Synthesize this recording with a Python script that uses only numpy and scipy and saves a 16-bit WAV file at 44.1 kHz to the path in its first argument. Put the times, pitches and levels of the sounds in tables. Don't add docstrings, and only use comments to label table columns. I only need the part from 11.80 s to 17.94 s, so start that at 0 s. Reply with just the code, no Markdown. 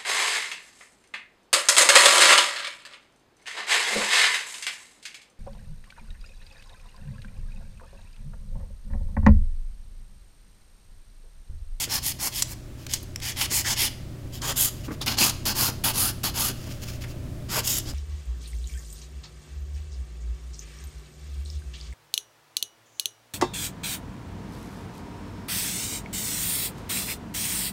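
import sys
import numpy as np
from scipy import signal
from scipy.fft import rfft, irfft
from scipy.io import wavfile
from scipy.ndimage import uniform_filter1d, map_coordinates

SR = 44100
rng = np.random.default_rng(int(sys.argv[2]) if len(sys.argv) > 2 else 0)


def store_pcm(level_fs):
    pcm = np.round(np.clip(level_fs, -1, 1) * 32767).astype(np.int16)
    wavfile.write(sys.argv[1], SR, np.atleast_2d(pcm).T)


N = 270641
TIME = np.arange(N) / SR
FFT_SIZE = 4096
FREQ = np.maximum(np.arange(FFT_SIZE // 2 + 1) * SR / FFT_SIZE, 1)

# frequency in Hz, level before the swell in dB, waver in dB.
HUM_LINES = [(31.4, -62.5, 2), (60.2, -51, 2.5), (86.2, -44, 1.5), (118.8, -41.5, 0.55), (144.7, -52, 5),
             (256.6, -60.5, 3.5), (383.3, -59.5, 2)]
# frequency in Hz, relative spectral density in dB.
AIR_SPECTRUM = [(20, -7), (32, -4), (60, -4.5), (120, -11.5), (177, -12.5), (310, -14.5), (375, -18.5),
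                (420, -28), (620, -22.5), (700, -31), (900, -38), (1600, -42), (8900, -51), (16000, -56)]
# time in seconds, gain in dB.
AIR_SWELL = [(0, -4.5), (3.8, 1.5), (6.14, 1.5)]
# start in seconds, end in seconds, level in dB.
FINGER_SLIDES = [(0.973, 1.064, -52), (2.924, 3.038, -53), (3.034, 3.077, -44.5), (3.113, 3.154, -45.5),
                 (4.721, 5.002, -48), (4.899, 4.935, -42.5), (4.993, 5.185, -45.5), (5.022, 5.047, -38),
                 (5.078, 5.112, -38.5), (5.207, 5.242, -42.5), (5.269, 5.33, -48)]
# time in seconds, level in dB, ratio to the hand's pitch.
HAND_BUMPS = [(0.07, -41, 1.5), (1.712, -37, 1.13), (2.02, -35, 1.04), (3.08, -33, 1.06), (3.107, -31, 1),
              (3.211, -35.5, 0.89), (3.405, -27, 1), (3.44, -29.5, 0.85), (3.82, -28.5, 0.85),
              (3.885, -30, 0.84), (4.695, -36.5, 1.33), (4.871, -42, 1), (5.768, -32, 2.17)]
# centre in Hz, width in Hz, relative gain in dB.
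SKIN_MODES = [(1480, 1500, -3.5), (2810, 1270, 1), (5100, 2400, 0), (6800, 930, -2), (12200, 18000, -9)]
HAND_MODES = [(215, 230, 0.5), (291, 160, -0.5), (1060, 630, -9), (1950, 480, -17.5)]
EDGE_MODES = [(158, 200, -3.5), (910, 750, -2), (2055, 940, 0.5), (3180, 1350, -1), (4370.0, 350, -0.5),
              (5170, 1260, 1.5), (6670, 2130, -2.2), (8200, 700, -10.5), (9700, 1800, -10.5),
              (11300, 6000, -8.5), (13900, 2060.0, -18), (15410.0, 1720.0, -18)]
TIP_MODES = [(188, 88, -14), (900, 1900, 2), (1700, 850, -19), (3170, 1040, 1), (3770, 250, -4.5),
             (4990, 1400, 4.5), (6870, 1650, 3.5), (8200, 490, -6), (9760, 3000, -4.5), (12100, 3800, -1.5),
             (14600, 2200, -4.5), (15600, 960, -11)]
FACE_MODES = [(210, 175, 1), (934, 1300, -2.5), (1580, 510, -10.5), (3000, 1600, -1.5), (4360, 520, -1),
              (5020, 1330, 1), (6630, 2040, -2), (8300, 400, -11), (10100, 2500, -3.5), (11800, 1800, -3.5),
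              (13200, 3600, -6), (15000, 1600, -7.5)]
# time in seconds, level in dB, decay in seconds, centre in Hz, width in Hz.
RIM_TAPS = [(0.622, -14.5, 0.0043, 6550, 4220), (1.066, -30, 0.0027, 3000, 6000),
            (1.1359, -16.5, 0.0049, 6100, 5100), (1.229, -40.5, .005, 12000, 5000),
            (1.3595, -20.5, 0.0015, 5530, 1280), (1.401, -39, 0.0028, 3000, 6000),
            (1.612, -21, 0.0092, 2720, 2440), (2.618, -34, .005, 5000, 5000),
            (3.280, -21, 0.0036, 3450, 4000), (3.384, -21, 0.0091, 4600, 2500),
            (3.496, -21.5, .004, 6100, 8000), (4.136, -36, .004, 3500, 6000),
            (5.238, -39.5, 0.012, 1900, 1400), (5.983, -21.5, 0.0038, 11700, 6000)]
# start in seconds, length in seconds, middle pitch in Hz, level in dB.
BOARD_SQUEAKS = [(1.844, 0.046, 1800, -32), (3.208, 0.03, 3620, -35.5), (3.266, 0.027, 2450, -30),
                 (3.37, 0.096, 4770, -28), (3.406, 0.042, 2600, -25), (5.745, 0.067, 2550, -37),
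                 (5.75, 0.056, 900, -36)]
# grip, direction, shares of the stroke spent speeding up and slowing
# down, body gain in dB, bending note in dB relative to the rasp, its glide in octaves per second.
HAND_MOTIONS = [("edge", "push", 0.6, 0.32, -0.8, -17, 0.59),
                ("edge", "pull", 0.54, 0.47, -7.5, -27.5, 0.93),
                ("tip", "push", 0.96, 0.38, -1.2, -20, 3.7), ("tip", "pull", 0.39, 0.55, -8, -25, 5.1),
                ("face", "push", 0.13, 0.78, -0.99, -14.5, 4.6),
                ("face", "pull", 0.44, 0.54, -1.2, -10.5, 5.3)]
# start in seconds, end in seconds, rasp level in dB,
# fizz gain in dB relative to the rasp, grip, direction.
BOARD_STROKES = [(-0.05, 0.069, -30, 7, "edge", "pull"), (0.082, 0.199, -28, 6.5, "edge", "push"),
                 (0.213, 0.335, -30.5, 8.5, "edge", "pull"), (0.38, 0.499, -31.5, 8, "edge", "push"),
                 (0.51, 0.642, -32.5, 8, "edge", "pull"), (0.666, 0.747, -45, 9, "edge", "push"),
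                 (1.079, 1.188, -36, 3.5, "edge", "pull"), (1.405, 1.543, -32.5, 2.5, "edge", "pull"),
                 (1.552, 1.674, -29.5, 4.5, "edge", "push"), (1.691, 1.833, -27, 9.5, "edge", "pull"),
                 (1.834, 1.951, -26, 3.5, "edge", "push"), (1.953, 2.095, -24, 4.5, "edge", "pull"),
                 (2.519, 2.601, -43.5, -1.5, "tip", "pull"), (2.602, 2.738, -28, 0.5, "tip", "push"),
                 (2.75, 2.910, -27.5, 7.5, "tip", "pull"), (3.212, 3.248, -35, -10, "face", "push"),
                 (3.259, 3.366, -28.5, -3.5, "face", "push"), (3.363, 3.523, -24, 3.5, "face", "pull"),
                 (3.652, 3.743, -26.5, 1, "face", "push"), (3.739, 3.921, -27, 4.5, "face", "pull"),
                 (4.036, 4.133, -26.5, 2, "face", "push"), (4.125, 4.332, -28.5, 6, "face", "pull"),
                 (4.432, 4.513, -29, 3, "face", "push"), (4.529, 4.734, -29.5, 7, "face", "pull"),
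                 (5.675, 5.82, -28, 1.5, "tip", "push"), (5.825, 6.022, -28, 3.5, "tip", "pull"),
                 (6.045, 6.124, -37, -2.5, "tip", "push")]


def undb(db):
    return 10 ** (np.asarray(db) / 20)


def unit(x):
    return x / np.sqrt(np.mean(x ** 2))


def clock(length):
    return np.arange(max(int(length * SR), 64)) / SR


def add(out, start, x):
    i = int(start * SR)
    x, i = x[max(-i, 0):], max(i, 0)
    out[i:i + len(x)] += x[:max(len(out) - i, 0)]


def walk(rate_hz, size):
    hold = max(int(SR / rate_hz), 1)
    steps = np.repeat(rng.standard_normal(size // hold + 1), hold)
    return 0.96 * uniform_filter1d(steps, hold)[:size]


def arch(size):
    return np.sqrt(np.sin(np.pi * np.arange(size) / size))


def grit(size, spread_db):
    return unit(rng.standard_normal(size) * undb(spread_db * rng.standard_normal(size)))


def resonances(modes):
    peaks = (undb(db) / (1 + ((FREQ ** 2 - hz ** 2) / (FREQ * width)) ** 2) for hz, width, db in modes)
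    return np.sqrt(sum(peak ** 2 for peak in peaks))


def ring(x, gain):
    cepstrum = irfft(np.log(gain + gain.max() / 10 ** 4))
    cepstrum[1:FFT_SIZE // 2] *= 2
    cepstrum[FFT_SIZE // 2 + 1:] = 0
    return signal.fftconvolve(x, irfft(np.exp(rfft(cepstrum))))


def salon(rumble_db=-39, hiss_db=-52, phase_wander=0.34, hiss_swell=0.59):
    flow = undb(np.interp(TIME, *np.transpose(AIR_SWELL)))
    hum = np.zeros(N)
    for hz, db, waver in HUM_LINES:
        amplitude = np.sqrt(2) * undb(db + waver * walk(5, N))
        hum += amplitude * np.sin(2 * np.pi * hz * TIME + phase_wander * waver * walk(4, N))
    hz, db = np.transpose(AIR_SPECTRUM)
    gain = undb(np.interp(np.log(FREQ), np.log(hz), db))
    treble = 1 / (1 + (1000 / FREQ) ** 4)
    rumble = unit(ring(rng.standard_normal(N), gain * np.sqrt(1 - treble))[:N])
    hiss = unit(ring(rng.standard_normal(N), gain * np.sqrt(treble))[:N])
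    return flow * (hum + undb(rumble_db) * rumble) + flow ** hiss_swell * undb(hiss_db) * hiss


def room(x, level_db=-15, low_t60_s=0.55, bright_t60_s=0.37, bright_db=-3, build_s=0.002):
    t = clock(1)
    low = signal.sosfilt(signal.butter(2, 5500, fs=SR, output="sos"), rng.standard_normal(SR))
    bright = undb(bright_db) * rng.standard_normal(SR)
    tail = low * undb(-60 * t / low_t60_s) + bright * undb(-60 * t / bright_t60_s)
    tail *= np.clip(t / build_s, 0, 1)
    return undb(level_db) * signal.fftconvolve(x, tail / np.sqrt(np.sum(tail ** 2)))[:N]


def fingers():
    out = np.zeros(N)
    for start, end, db in FINGER_SLIDES:
        pressure = arch(len(clock(end - start)))
        slips = grit(len(pressure), spread_db=7.5)
        add(out, start, undb(db) * ring(slips * pressure, unit(resonances(SKIN_MODES))))
    return out


def burst(contact_s, decay_s, gain):
    t = clock(1 / 8)
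    envelope = np.exp(-np.maximum(t - contact_s, 0) / decay_s)
    return ring(rng.standard_normal(len(t)) * envelope, unit(gain))


def bumps(contact_s=0.0074, decay_s=0.015):
    out = np.zeros(N)
    for start, db, pitch in HAND_BUMPS:
        modes = [(hz * pitch, width, mode_db) for hz, width, mode_db in HAND_MODES]
        add(out, start, undb(db) * burst(contact_s, decay_s, resonances(modes)))
    return out


def tap(decay_s, hz, width_hz, board_db=-10, contact_share=0.39):
    gain = resonances([(hz, width_hz, 0)]) + undb(board_db) * resonances(EDGE_MODES)
    return burst(contact_share * decay_s, decay_s, gain)


def taps():
    out = np.zeros(N)
    for start, db, decay_s, hz, width_hz in RIM_TAPS:
        add(out, start, undb(db) * tap(decay_s, hz, width_hz))
    return out


def gliding_mode(x, hz, width_hz):
    turn = np.exp(2j * np.pi * np.cumsum(hz) / SR)
    pole = np.exp(-np.pi * width_hz / SR)
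    return np.real(turn * signal.lfilter([1 - pole], [1, -pole], x / turn))


def pressed_mode(hz, width_hz):
    note = gliding_mode(grit(len(hz), spread_db=6.0), hz, width_hz)
    note = gliding_mode(note, hz, width_hz)
    return unit(note) * arch(len(hz))


def squeaks(octaves_per_s=2.8, width_hz=620):
    out = np.zeros(N)
    for start, length, hz, db in BOARD_SQUEAKS:
        rising_hz = hz * 2 ** (octaves_per_s * (clock(length) - length / 2))
        add(out, start, undb(db) * pressed_mode(rising_hz, width_hz))
    return out


def bending(length, glide, direction, full_reach_hz=804, width_hz=335):
    t = clock(length)
    from_full_reach = length - t if direction == "push" else t
    return pressed_mode(full_reach_hz * 2 ** (glide * from_full_reach), width_hz) * arch(len(t))


def table_echo(x, direction, lag_s=0.0016, travel=0.19, reflection=0.21):
    i = np.arange(len(x))
    sweep = (1 if direction == "pull" else -1) * np.tanh((i / SR - 0.06) / 0.11)
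    lag = SR * lag_s * rng.uniform(0.844, 1.15) * (1 + travel * sweep)
    echo = map_coordinates(x, [i - lag], order=3)
    return (x - reflection * echo) / np.sqrt(1 + reflection ** 2)


def contact_spot(modes, detune=0.015, vary_db=1.9):
    chance = rng.standard_normal((len(modes), 2))
    gain = resonances([(hz * (1 + detune * shift), width, db + vary_db * lift)
                       for (hz, width, db), (shift, lift) in zip(modes, chance)])
    return gain / np.sqrt(np.mean(gain ** 2 * (FREQ > 2000) * (FREQ < 7500)))


def grind(fizz_db, neutral_db=5, db_per_db=0.43, hz=2450, half_width_hz=1020):
    peak_db = np.clip(db_per_db * (neutral_db - fizz_db), -1, 1)
    return peak_db / (1 + ((FREQ - hz) / half_width_hz) ** 4)


def stroke(length, rise, fall, body_db, fizz_db, modes, stick_speed=0.17):
    t = clock(length)
    speeding = np.sin(np.pi / 2 * np.clip(t / (rise * length), 0, 1))
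    slowing = np.sin(np.pi / 2 * np.clip((length - t) / (fall * length), 0, 1))
    speed = speeding * slowing
    speed /= 1 + (stick_speed / (speed + 1e-6)) ** 4
    pressure_db = -1.5 * (np.sin(np.pi * t / length) - 0.8) + 0.85 * walk(69.7, len(t))
    chatter = undb(pressure_db + 1.27 * walk(420, len(t)))
    gain = contact_spot(modes)
    body_band = 1 / (1 + (FREQ / 1700) ** 6)
    fizz_band = 1 / (1 + (8000 / FREQ) ** 8)
    rasp_gain = gain * undb(body_db * body_band + grind(fizz_db)) * np.sqrt(1 - fizz_band)
    rasp = ring(grit(len(t), spread_db=5.0) * chatter * speed ** 0.87, rasp_gain)
    fizz = ring(grit(len(t), spread_db=6.0) * chatter * speed ** 1.58, gain * np.sqrt(fizz_band))
    return rasp + undb(fizz_db) * fizz


def filing(landing_lag_s=0.0023, landing_db=-1):
    out = np.zeros(N)
    motions = {(grip, direction): motion for grip, direction, *motion in HAND_MOTIONS}
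    modes = {"edge": EDGE_MODES, "tip": TIP_MODES, "face": FACE_MODES}
    for start, end, rasp_db, fizz_db, grip, direction in BOARD_STROKES:
        rise, fall, body_db, note_db, glide = motions[grip, direction]
        length = end - start
        rasp = undb(rasp_db) * stroke(length, rise, fall, body_db, fizz_db, modes[grip])
        add(out, start, table_echo(rasp, direction))
        add(out, start, undb(rasp_db + note_db) * bending(length, glide, direction))
        if (grip, direction) == ("face", "push"):
            landing = tap(decay_s=0.0037, hz=6400, width_hz=19000)
            add(out, start + landing_lag_s, undb(rasp_db + landing_db) * landing)
    return out


def scene():
    work = filing() + squeaks() + fingers() + taps() + bumps()
    return (work + room(work) + salon())[None]


def record(dry, top_hz=15800):
    return signal.sosfilt(signal.ellip(10, 0.1, 80, top_hz, fs=SR, output="sos"), dry)


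dry = scene()
out = record(dry)
store_pcm(out)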